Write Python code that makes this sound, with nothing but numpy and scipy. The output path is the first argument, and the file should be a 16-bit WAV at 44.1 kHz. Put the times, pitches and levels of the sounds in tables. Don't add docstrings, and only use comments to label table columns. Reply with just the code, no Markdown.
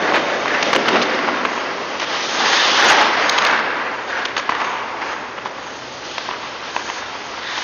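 import sys
import numpy as np
from scipy import signal
from scipy.fft import rfft, irfft, next_fast_len
from scipy.io import wavfile
from scipy.ndimage import uniform_filter1d

SR = 44100
rng = np.random.default_rng(int(sys.argv[2]) if len(sys.argv) > 2 else 0)


def wav_record(signal):
    frames = np.transpose(np.atleast_2d(signal))
    bounded = np.clip(frames, -1, 1)
    quanta = np.round(bounded * 32767).astype(np.int16)
    wavfile.write(sys.argv[1], SR, quanta)


N = 336702
TIME = np.arange(N) / SR

# frequency in Hz, level in dB.
AIR_TONE = [(20, -32), (40, -13.5), (55, 2), (90, -3), (120, 8), (160, 0), (300, 8.5), (800, 3.5),
            (2000, -5), (7000, -11)]
GRIND_TONE = [(250, -37), (500, -16.5), (680, -4.5), (900, 0.5), (1130, 1), (1380, 0), (1700, -3.5),
              (2000, -1.5), (2350, -5.5), (2800, -8.5), (3500, -21), (5000, -30.5), (7000, -66.5)]
BOOT_TONE = [(50, -43.5), (130, -13), (185, -6.5), (235, -0.5), (320, 2.5), (420, 3), (540, 4.5), (750, -6),
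             (1200, -41.5)]
SPRAY_TONE = [(1500, -46.5), (2400, -2), (3150, 1.5), (3700, -3), (4150, -1), (4900, -2.5), (5600, -5.5),
              (6100, -8), (6600, -16), (7200, -9)]
# frequency in Hz, ring time (seconds to fade by 60 dB).
HALL_RING_TIMES = [(100, 2.2), (500, 2.54), (1500, 1.95), (3500, 1.75), (7000, 0.27)]
# delay in seconds, level in dB.
BOARD_ECHOES = [(0.03, -19.5), (0.06, -27.5), (.126, -16)]
# start in seconds, level in dB, lowest pitch in Hz.
BLADE_PINGS = [(0.626, -7.5, 2500), (.732, -5.5, 2430), (.762, -1.5, 2300), (0.883, -11, 2550),
               (1.998, -34, 3060), (3.2945, -1, 3820), (3.385, -3.5, 3260), (3.450, -4.5, 3050),
               (3.465, -8.5, 2730), (4.254, -7, 3210), (4.366, -12, 2820), (6.181, -15, 2680),
               (6.311, -20, 2370)]
# multiple of the lowest pitch, level in dB, ring time in seconds.
PING_TONES = [(1, 6.5, 0.013), (1.13, 8.5, 0.0087), (1.281, 4, 0.012), (1.418, -10, 0.0046),
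              (1.75, -7.5, 0.0088)]
# start in seconds, level in dB, main pitch in Hz, hardness in dB.
ICE_CLACKS = [(0.122, -7, 1005, -6), (.457, -6.5, 910, 0), (0.6299, -8.5, 883, 4), (0.7324, -8, 1160, -.5),
              (0.7624, -2.5, 1010, 5), (1.190, -7.5, 1104, 7), (1.287, -7, 866, -1), (1.4501, -7, 1273, -4),
              (3.591, -10.5, 1000, 1), (4.4926, -3.5, 1060, -4), (4.4952, -3, 1020, 5),
              (4.521, -4, 1080, -1.5), (4.55, -8.5, 990, 6), (4.617, -10, 980, 4.5), (5.4578, -11, 910, -7),
              (6.180, -11, 906, 10), (6.289, -10.5, 980, -12), (6.311, -12.5, 1150, 2),
              (6.336, -17, 1110, -9), (6.764, -3.5, 895, 2.5), (6.8997, -8, 1100, 3)]
# frequency in Hz, level in dB, ring time in seconds.
CLACK_TONES = [(340, -33, .025), (700, -39.5, .012), (923, 17, .013), (1636, 12, 0.008),
               (2326, 7.5, 0.0091), (2680, -9, 0.0064), (4200, -27, .007)]
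# frequency in Hz, width in Hz, level in dB.
BLADE_RESONANCES = [(502, 7, -17.5), (837, 36, -12), (1080, 160, -19), (1650, 210, -9), (2040, 69, -23.5),
                    (3204, 340, -15), (3660, 170, -6.5), (4720, 230, -16), (5240, 92, -11), (5970, 170, -9),
                    (6460, 160, 4.5)]
# start in seconds, length in seconds, level in dB, spray in dB relative to that level.
EDGE_SCUFFS = [(0.136, 0.048, -13.5, -18), (0.477, 0.0067, -17.5, -10), (0.543, 0.0099, -14, -18),
               (.626, 0.005, -15, 4.5), (0.7294, 0.0087, -9, -7.5), (0.748, .0074, -13, -4),
               (0.76, .008, -16, -13.5), (0.882, 0.0089, -10, -5.5), (0.928, .024, -16.5, -8.5),
               (0.956, .016, -13.5, -11.5), (1.016, 0.018, -20, 4), (1.276, .022, -15.5, -30),
               (1.451, 0.0054, -9.5, -15), (1.997, .0066, -18, 0), (2.012, 0.034, -18.5, -4.5),
               (2.883, 0.03, -9.5, -13), (3.2945, 0.0024, -13, 4.5), (3.379, 0.01, -12, -1.5),
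               (3.449, 0.0018, -16.5, -3.5), (3.464, 0.0078, -17.5, 1), (4.25, 0.011, -19, -3.5),
               (4.366, 0.0043, -11.5, -11), (4.376, 0.0074, -15, -1.5), (4.387, 0.014, -18.5, -7),
               (4.598, 0.019, -18.5, -14), (4.643, 0.0052, -18, -8.5), (5.379, 0.01, -21.5, -18),
               (5.45, 0.026, -24.5, -7.5), (6.180, 0.0034, -17, -1), (7.575, 0.013, -20, -4)]
# start in seconds, length in seconds, pitch in Hz, filter width in Hz, level in dB.
EDGE_JUDDERS = [(0, 0.48, 584, 326, -25.5), (.138, 0.041, 1880, 1200, -17.5),
                (0.45, 0.16, 1780, 800, -23.5), (0.866, 0.17, 358, 333, -21), (.7, 0.9, 271.4, 109, -32),
                (2.415, 0.24, 1732, 324, -20), (2.474, 0.65, 3300, 1000, -24.5),
                (2.806, 0.27, 833, 262, -21), (2.872, 0.032, 6550, 300, -21.5),
                (4.08, 0.18, 1620, 520, -26.5), (4.416, 0.72, 923, 383, -31),
                (7.417, 0.24, 1710, 604, -29.5), (7.397, 0.23, 3640, 796, -33)]
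# start in seconds, length in seconds, grinding level in dB,
# then boot rumble and spray, both in dB relative to the grinding.
SKATE_STROKES = [(0.0, 0.2, -23, 1.5, -8.5), (0.466, 0.12, -25.5, -0.5, -10.5), (.6, 0.1, -29.5, 6, 0),
                 (0.736, .06, -29, 10, -12), (0.845, 0.19, -22.5, -1.5, -9.5),
                 (1.07, 0.19, -28.5, -10, -18), (2.061, 0.12, -23.5, -12, -4.5),
                 (2.365, 0.076, -22.5, -4, 0), (2.435, .14, -19.5, -16, 0.5), (2.51, 0.27, -28, -10, 10),
                 (2.769, 0.29, -17, -9.5, -4.5), (2.833, 0.058, -17, -11, -3),
                 (3.153, 0.13, -19, -12.5, -10), (3.4, .15, -19, -15, -10.5),
                 (4.065, 0.15, -27.5, -12.5, -6.5), (4.493, 0.29, -26, -22, -15),
                 (4.997, 0.13, -27.5, -12, -8.5), (6.03, 0.26, -41.5, 1.5, 9.5), (6.62, 0.35, -38, -1, 4.5)]
# time in seconds, grinding in dB, spray in dB.
GLIDE_LEVELS = [(0.0, -19, -32.5), (0.38, -23, -30), (0.93, -21, -28.5), (1.32, -20.5, -31.5),
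                (2.04, -26.5, -32), (2.15, -23.5, -24.5), (2.72, -14, -18.5), (3.08, -15, -27.5),
                (3.4, -16.5, -24.5), (3.63, -20, -43.5), (3.87, -22, -40), (4.44, -28, -38.5),
                (4.59, -25.5, -36.5), (5.29, -29, -42), (5.88, -32.5, -34), (6.29, -29, -35),
                (7.46, -28, -32), (7.63, -26.5, -25)]


def undb(db):
    return 10 ** (np.asarray(db) / 20)


def unit(x):
    return x / np.sqrt(np.mean(x ** 2))


def on_log_axis(points, hz):
    f, value = np.transpose(points)
    return np.interp(np.log(hz + 1), np.log(f), value)


def colour(x, tone):
    size = next_fast_len(N)
    gain = undb(on_log_axis(tone, np.fft.rfftfreq(size, 1 / SR)))
    return unit(irfft(rfft(x, size) * gain, size)[:N])


def wander(per_s):
    step = max(2, int(SR / per_s))
    stairs = np.repeat(rng.standard_normal(N // step + 2), step)
    return unit(uniform_filter1d(stairs, step)[:N])


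def add(track, start, sound):
    i = int(np.clip(start * SR, 0, N - 1))
    track[i:i + len(sound)] += sound[:N - i]


def ventilation(hum_hz=71.7, hum_db=-61, rush_db=-38.5):
    phase = 2 * np.pi * np.cumsum(hum_hz + 1.4 * wander(5.6)) / SR
    hum = np.sqrt(2) * np.sin(phase) * undb(hum_db + 2.5 * wander(12))
    rush = colour(rng.standard_normal(N), AIR_TONE) * undb(rush_db + 0.5 * wander(0.79))
    return hum + rush


def hall(x, tail_db=-9, build_s=0.15):
    t = TIME[:2 * SR]
    f = np.fft.rfftfreq(len(t), 1 / SR)
    noise, echo = rfft(rng.standard_normal(len(t))), np.zeros(len(t))
    for hz in 62.5 * 2 ** np.arange(8):
        octave = irfft(noise * ((f >= hz / np.sqrt(2)) & (f < hz * np.sqrt(2))))
        echo += octave * np.exp(-np.log(1000) * t / on_log_axis(HALL_RING_TIMES, hz))
    echo *= 1 - np.exp(-t / build_s)
    midrange = rfft(echo)[(f > 500) & (f < 2000)]
    echo *= undb(tail_db) / np.sqrt(np.mean(np.abs(midrange) ** 2))
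    for delay, db in BOARD_ECHOES:
        add(echo, delay, undb([db]))
    return signal.fftconvolve(x, echo)[:N]


def strike(hz, db, ring_s, contact_s):
    t = TIME[:SR // 16, None]
    tones = undb(db) * np.sin(2 * np.pi * hz * t) * np.exp(-np.log(1000) * t / ring_s)
    ring = tones.sum(axis=1) * (1 - np.exp(-t[:, 0] / contact_s))
    return ring / np.abs(ring).max()


def pings():
    out = np.zeros(N)
    multiple, tone_db, ring_s = np.transpose(PING_TONES)
    for start, db, lowest_hz in BLADE_PINGS:
        detune = 1 + 0.036 * rng.standard_normal(len(multiple))
        ring = strike(lowest_hz * multiple * detune, tone_db, ring_s, contact_s=0.00025)
        add(out, start, undb(db) * ring)
    return out


def clacks(crack_s=0.002, rattle_s=0.0078, thud_s=0.0025):
    out, t = np.zeros(N), TIME[:SR // 16]
    hz, tone_db, ring_s = np.transpose(CLACK_TONES)
    main_hz = hz[np.argmax(tone_db)]
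    high_noise = colour(rng.standard_normal(N), SPRAY_TONE)
    mid_noise = colour(rng.standard_normal(N), GRIND_TONE)
    low_noise = colour(rng.standard_normal(N), BOOT_TONE)
    for start, db, pitch_hz, hard_db in ICE_CLACKS:
        detune = 1 + 0.062 * rng.standard_normal(len(hz))
        blow_db = tone_db + hard_db * (hz > main_hz)
        ring = strike(hz * pitch_hz / main_hz * detune, blow_db, ring_s, contact_s=0.00042)
        now = slice(int(start * SR), int(start * SR) + len(t))
        crack = undb(hard_db - 22) * high_noise[now] * np.exp(-t / crack_s)
        rattle = undb(-21) * mid_noise[now] * np.exp(-t / rattle_s)
        thud = undb(-23) * low_noise[now] * (t / thud_s) * np.exp(1 - t / thud_s)
        add(out, start, undb(db) * (ring + crack + rattle + thud))
    return out


def fractures(per_s, spread_db, hiss_db):
    size = undb(spread_db * np.minimum(rng.exponential(size=N), 4))
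    snaps = (rng.random(N) < per_s / SR) * size * rng.choice([-1, 1], N)
    return unit(snaps) + undb(hiss_db) * rng.standard_normal(N)


def blade_ring(x, wander_db=8):
    out = x.copy()
    for hz, width_hz, db in BLADE_RESONANCES:
        ringing = signal.lfilter(*signal.iirpeak(hz, hz / width_hz, fs=SR), x)
        out += ringing * undb(db + wander_db * np.clip(wander(9.7), -2, 1.4))
    return out


def scuffs(rise_s=0.00022, release_s=0.0018):
    force, spray_force = np.zeros((2, N))
    t = TIME[:SR // 10]
    for start, length, db, spray_db in EDGE_SCUFFS:
        release = np.exp(-np.maximum(t - length, 0) / release_s)
        bite = undb(db - 2.5) * (1 - np.exp(-t / rise_s)) * release
        add(force, start, bite)
        add(spray_force, start, bite * undb(spray_db))
    snaps = fractures(per_s=5000, spread_db=-0.5, hiss_db=-4.5)
    crunch = colour(snaps, GRIND_TONE) + undb(-16) * colour(snaps, BOOT_TONE)
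    return force * crunch + spray_force * colour(snaps, SPRAY_TONE)


def judders():
    out, slips = np.zeros(N), fractures(per_s=1600, spread_db=3, hiss_db=-11)
    for start, length, hz, width_hz, db in EDGE_JUDDERS:
        b, a = signal.iirpeak(hz, hz / width_hz, fs=SR)
        ringing = unit(signal.lfilter(b, a, signal.lfilter(b, a, slips)))
        swell = np.sin(np.pi * np.clip((TIME - start) / length, 0, 1))
        out += undb(db) * np.sqrt(np.abs(swell)) * ringing
    return out


def stroke_forces(rise_s=0.02, release_s=0.037):
    power = np.zeros((3, N))
    for start, length, db, boot_db, spray_db in SKATE_STROKES:
        rise = np.clip((TIME - start) / rise_s, 0, 1)
        release = np.exp(-np.maximum(TIME - start - length, 0) / release_s)
        power += np.outer(undb([db, db + boot_db, db + spray_db]), rise * release) ** 2
    return np.sqrt(power)


def glide_forces(boot_share=0.32, boot_fade_db_per_s=1.5):
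    times, *levels = np.transpose(GLIDE_LEVELS)
    grind_db, spray_db = (np.interp(TIME, times, db) for db in levels)
    boot_db = -20 + boot_share * grind_db - boot_fade_db_per_s * TIME
    return undb([grind_db - 2.5, boot_db, spray_db - 0.5])


def skating():
    grind_force, boot_force, spray_force = np.hypot(glide_forces(), stroke_forces())
    chatter_db = 1.15 * wander(70) + 0.7 * wander(20)
    snaps = fractures(per_s=2600, spread_db=0.5, hiss_db=3)
    chips = undb(-9) * fractures(per_s=70, spread_db=2.5, hiss_db=-23.5)
    grind = colour(snaps + chips, GRIND_TONE) * undb(chatter_db)
    boot = colour(snaps, BOOT_TONE) * undb(1.1 * wander(18))
    shavings = fractures(per_s=4200, spread_db=1.5, hiss_db=4.5)
    spray = colour(shavings, SPRAY_TONE) * undb(0.37 * chatter_db)
    return grind_force * grind + boot_force * boot + spray_force * spray


def scene():
    sliding = undb(-2) * blade_ring(skating()) + judders()
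    hits = undb(-2.5) * blade_ring(scuffs()) + clacks() + pings()
    echoes = hall(sliding + undb(4) * hits)
    return (sliding + hits + echoes + ventilation())[None]


def record(dry, low_cut_hz=47, high_cut_hz=6850, ceiling=0.73, top_hz=15800):
    dull = signal.sosfilt(signal.ellip(12, .2, 70, high_cut_hz, fs=SR, output="sos"), dry)
    flattened = dull / (1 + (dull / ceiling) ** 16) ** (1 / 16)
    thin = signal.sosfilt(signal.butter(3, low_cut_hz, "high", fs=SR, output="sos"), flattened)
    return signal.sosfilt(signal.ellip(8, .2, 70, top_hz, fs=SR, output="sos"), thin)


dry = scene()
out = record(dry)
wav_record(out)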